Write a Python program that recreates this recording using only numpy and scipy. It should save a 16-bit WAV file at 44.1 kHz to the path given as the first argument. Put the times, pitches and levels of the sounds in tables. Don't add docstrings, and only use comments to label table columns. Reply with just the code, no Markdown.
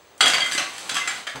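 import sys
import numpy as np
from scipy import signal
from scipy.fft import rfft, irfft, next_fast_len
from scipy.io import wavfile

SR = 44100
rng = np.random.default_rng(int(sys.argv[2]) if len(sys.argv) > 2 else 0)


def to_wav(sig):
    pcm = np.clip(np.atleast_2d(sig), -1, 1) * 32767
    pcm = np.round(pcm).astype(np.int16)
    wavfile.write(sys.argv[1], SR, pcm.T)


N = 61739

MID_HZ = 2500
BASS_CUT_HZ = 55
CUBE_T60 = 0.03
RING_RISE_S = 0.002


def amp(db):
    return 10 ** (np.asarray(db) / 20)


def evened(x):
    return x / np.sqrt(np.mean(x ** 2) + 1e-20)


def read(points, hz):
    f, value = np.transpose(points)
    return np.interp(np.log(hz + 1), np.log(f + 1), value)


def add(mix, s, sound):
    part = mix[round(s * SR):][:len(sound)]
    part += sound[:len(part)]


def colour(points, tilt_db):
    hz = abs(np.fft.fftfreq(2048, 1 / SR))
    level = evened(amp(read(points, hz)))
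    octaves = np.log2(np.clip(hz, 500, 12000) / MID_HZ)
    log_gain = np.log(level * amp(tilt_db * octaves))
    spectrum = np.exp(np.conj(signal.hilbert(log_gain)))
    return np.fft.ifft(spectrum).real[:1024]


def ring(hz, t60, gain, length):
    t = np.arange(0, length, 1 / SR)
    rise = np.minimum(t / RING_RISE_S, 1)
    return gain * amp(-60 * t / t60) * np.sin(2 * np.pi * hz * t) * rise


# (per Hz, relative)
HUSH_COLOUR = [(25, -48), (65, -14), (144, -20.5), (425, -12.5), (649, -12.5), (741, -14), (5690, -26.5),
               (7610, -28.5), (14000, -49)]
HUSH_DB = -53
# f/Hz, level/dB (rms)
WHINE = [(15692, -68)]


def hush():
    hz = np.fft.rfftfreq(N, 1 / SR)
    shape = amp(read(HUSH_COLOUR, hz)) * (hz > 20)
    air = irfft(rfft(rng.standard_normal(N)) * shape, N)
    t = np.arange(N) / SR
    whine = sum(np.sqrt(2) * amp(db) * np.sin(2 * np.pi * f * t) for f, db in WHINE)
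    return amp(HUSH_DB) * evened(air) + whine


# f/Hz, time to fall by 60 dB/s
ROOM = [(150, 0.37), (500, 0.48), (2000, 0.45), (6000, 0.35), (14000, 0.22)]
ROOM_GAP_S = 0.004
ICE_ECHO_DB, WALL_ECHO_DB = 0.5, -8.0


def kitchen(x):
    out, turn = np.zeros(N), np.arange(N) / SR * 9
    for k in range(3):
        taps = np.zeros(SR)
        at = np.arange(round(ROOM_GAP_S * SR), SR - 20, 20)
        signs = rng.choice([-1., 1.], SR)[:len(at)]
        shifts = rng.integers(0, 20, SR)[:len(at)]
        taps[at + shifts] = signs
        hz, t, bands = signal.stft(taps, SR, nperseg=256)
        decay = amp(-60 * t / read(ROOM, hz)[:, None])
        tail = signal.istft(bands * decay, SR, nperseg=256)[1]
        window = np.sqrt(2 / 3) * np.cos(np.pi * (turn + k / 3))
        out += signal.fftconvolve(x * window, tail / np.linalg.norm(tail))[:N]
    return out


THUD_S, THUD_DB, THUD_HZ = 1.342, -39, 503
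THUD_RISE_S, THUD_T60 = 0.0094, 0.47


def thud():
    t = np.arange(N) / SR - THUD_S
    b, a = signal.butter(1, [BASS_CUT_HZ, THUD_HZ], "band", fs=SR)
    low = signal.lfilter(b, a, rng.standard_normal(N))
    rise = np.clip(t / THUD_RISE_S, 0, 1)
    return evened(low) * rise * amp(THUD_DB - 60 * np.maximum(t, 0) / THUD_T60)


# t/s, level/dB
RUSTLE = [(0.181, -75), (.21, -40), (.45, -38), (0.661, -43), (.85, -41.5), (1.199, -41.5), (1.26, -58),
          (1.4, -57)]
# (per Hz, relative)
RUSTLE_COLOUR = [(59, -63.5), (100, -15), (942, -5.5), (1140, -4), (1960, -8.5), (2520, -5), (8520, -11.5),
                 (15000, -33)]
RUSTLE_PER_S, RUSTLE_SPREAD_DB, GRAIN_S = 2500, 1.5, 0.002


def rustle():
    size = amp(RUSTLE_SPREAD_DB * np.minimum(rng.exponential(1, N), 4))
    ticks = size * (rng.random(N) < RUSTLE_PER_S / SR)
    u = np.arange(0, 8, 1 / (GRAIN_S * SR))
    swells = signal.oaconvolve(ticks, u * np.exp(-u))[:N]
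    grains = rng.standard_normal(N) * swells
    coloured = evened(signal.oaconvolve(grains, colour(RUSTLE_COLOUR, 0))[:N])
    s, db = np.transpose(RUSTLE)
    level = np.interp(np.arange(N) / SR, s, db, left=-120)
    return amp(level) * coloured


# first partner f/Hz, second partner f/Hz
BOWL_HZ = [(1143, 1080), (1602, 1665), (2060, 2087), (3212, 3295), (3258, 3342), (4624, 4652), (6140, 6105),
           (7310, 7386), (8053, 8668)]
SHAKE_DB, SHAKE_TILT_DB = -44.5, 6.5


def shaken(ice):
    modes = 0
    for hz in np.ravel(BOWL_HZ):
        gain = amp(SHAKE_DB + SHAKE_TILT_DB * np.log2(hz / MID_HZ))
        modes = modes + gain * ring(hz, CUBE_T60, 0.63, .05)
    return signal.oaconvolve(ice, modes)[:N]


# level/dB (relative), time to fall by 60 dB/s
BOWL = [(4, 0.55), (-6.5, 0.7), (4, 0.79), (5.5, 0.3), (6.5, 0.13), (2.5, 0.31), (-6, 0.21), (2.5, 0.12),
        (10, 0.15)]
# t/s, level/dB, favoured f/Hz, spread/octaves,
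# share of second partners (0-1), time until a touch damps it/s
STRIKES = [(.208, -21.5, 3780, 0.69, 0.58, 0.011), (0.228, -19.5, 4080, 0.46, 1, 0.032),
           (.262, -21.5, 3040, 0.43, 0.8, 0.012), (0.335, -23, 4400, 0.33, 0.6, 0.049),
           (0.4042, -22.5, 4350, 0.35, 0.28, 0.026), (.417, -25.5, 2470, 0.44, 0, 0.062),
           (.552, -28, 2080, 0.15, 0, 0.034), (0.601, -32, 1330, .5, 0.1, 0.025),
           (.912, -30, 6200, 0.17, 0, 0.02), (.960, -34.5, 3130, 0.17, 0.2, 0.042),
           (.962, -33, 1390, 0.77, 0.09, 0.11), (1.010, -35, 2060, 0.2, 0.05, 0.099),
           (1.077, -30.5, 2560, 0.22, 0.5, 0.019), (1.077, -26.5, 7160, 0.09, 0.5, 0.1),
           (1.272, -29, 1660, 0.13, 0.97, .14)]
DAMPED_T60 = 0.14
RATTLE_DB, RATTLE_S = 1.5, 0.0061


def bowl():
    out = np.zeros((len(BOWL), N))
    signs = rng.choice([-1., 1.], (len(STRIKES), len(BOWL), 2))
    t = np.arange(0, .3, 1 / SR)
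    for (s, db, near_hz, spread, second, free_s), sign in zip(STRIKES, signs):
        share = np.clip(second, 0, 1)
        touch = amp(db - 60 * np.maximum(t - free_s, 0) / DAMPED_T60)
        for mode, (first_hz, second_hz), (mode_db, t60), (a, b) in zip(out, BOWL_HZ, BOWL, sign):
            pair = np.sqrt(1 - share) * ring(first_hz, t60, a, .3)
            pair += np.sqrt(share) * ring(second_hz, t60, b, .3)
            favour = np.exp(-.5 * (np.log2(first_hz / near_hz) / spread) ** 2)
            add(mode, s, amp(mode_db) * favour * pair * touch)
    smoothing = np.hanning(round(2 * RATTLE_S * SR))[None]
    waver = signal.oaconvolve(rng.standard_normal(out.shape), smoothing, "same")
    return (out * amp(RATTLE_DB * evened(waver))).sum(axis=0)


# t/s, level/dB, cube pitch f/Hz, tilt/dB per octave
KNOCKS = [(.179, -54.5, 7300, 10.5), (0.2072, -10.5, 2904, -1.5), (0.2107, -9.5, 1360, -0.5),
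          (.227, -20, 1420, -4.5), (.243, -17.5, 2250, -4.5), (.259, -12, 2166, 0.5),
          (.267, -17.5, 740, -3), (0.28, -16.5, 7130, 2.5), (.300, -18, 2770, 1.5),
          (0.3353, -15.5, 2256, -1.5), (.343, -16, 1105, -1), (.352, -21, 1686, -1), (.382, -19, 1614, -2),
          (0.404, -24, 3030, -2.5), (.462, -22.5, 1470, -0.5), (0.514, -27, 6150, 2),
          (.521, -20.5, 4780, 0.5), (0.532, -26, 8030, 4), (0.55, -23, 322, 1.5), (0.578, -17, 4120, -0.5),
          (.580, -17, 2970, -0.5), (.582, -23.5, 5560, 0.5), (.594, -21, 2710, -1), (.606, -30.5, 2330, 1),
          (0.781, -32, 1760, 4), (.894, -22.5, 4030, 2.5), (0.897, -22, 3330, 0), (.918, -30, 2540, -7),
          (0.9442, -23.5, 1550, 2.5), (0.952, -24.5, 7700, 1.5), (0.955, -23, 1123, 0),
          (.968, -18, 2058, -1), (0.982, -29, 3530, 3), (1.0752, -19, 1413, -1.5), (1.0777, -20.5, 3338, 0),
          (1.11, -26.5, 3400, -2), (1.18, -39, 7400, 0), (1.2688, -27, 3140, -1), (1.273, -25, 1750, -1.5),
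          (1.298, -37.5, 2030, 2.5), (1.358, -27.5, 865, -3)]
# (per Hz, relative)
KNOCK_COLOUR = [(35, -48), (60, -37), (310, -20.5), (460, -22.5), (727, -14), (960, -21), (1330, -7),
                (2420, -8.5), (3340, -9), (4020, -12), (8820, -18), (14000, -40.5)]
CRACK_RISE_S, CRACK_T60 = 0.00034, 0.03
CLICK_DB, CUBE_DB = 12.5, -0.5


def knocks():
    ice, t = np.zeros(N), np.arange(0, .05, 1 / SR)
    noise = rng.standard_normal((len(KNOCKS), len(t)))
    bursts = noise * np.minimum(t / CRACK_RISE_S, 1) * amp(-60 * t / CRACK_T60)
    click = amp(CLICK_DB) * (t == 0)
    for (s, db, hz, tilt_db), burst in zip(KNOCKS, bursts):
        crack = signal.oaconvolve(burst + click, colour(KNOCK_COLOUR, tilt_db))[:len(t)]
        note = amp(CUBE_DB) * ring(hz, CUBE_T60, 1, .05)
        add(ice, s, amp(db) * (crack + note))
    return ice


def scene():
    b, a = signal.butter(2, BASS_CUT_HZ, "high", fs=SR)
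    ice = signal.lfilter(b, a, knocks() + rustle() + thud())
    wall = bowl() + shaken(ice)
    echoes = kitchen(amp(ICE_ECHO_DB) * ice + amp(WALL_ECHO_DB) * wall)
    return (ice + wall + echoes + hush())[None]


# f/Hz, width/Hz, level/dB
HOUSING = [(5676, 414, -5), (6210, 210, 5.5), (6830, 180, -5), (7700, 320, 2.5)]
EDGE_HZ = 16400


def record(dry):
    size = next_fast_len(N + SR // 10)
    hz = np.fft.rfftfreq(size, 1 / SR)
    housing_db = sum(db * np.exp(-.5 * ((hz - f) / w) ** 2) for f, w, db in HOUSING)
    heard = irfft(rfft(dry, size) * amp(housing_db), size)[:, :N]
    low_pass = signal.firwin(1023, EDGE_HZ, window=("kaiser", 12), fs=SR)
    return signal.oaconvolve(heard, low_pass[None], "same")


dry = scene()
out = record(dry)
to_wav(out)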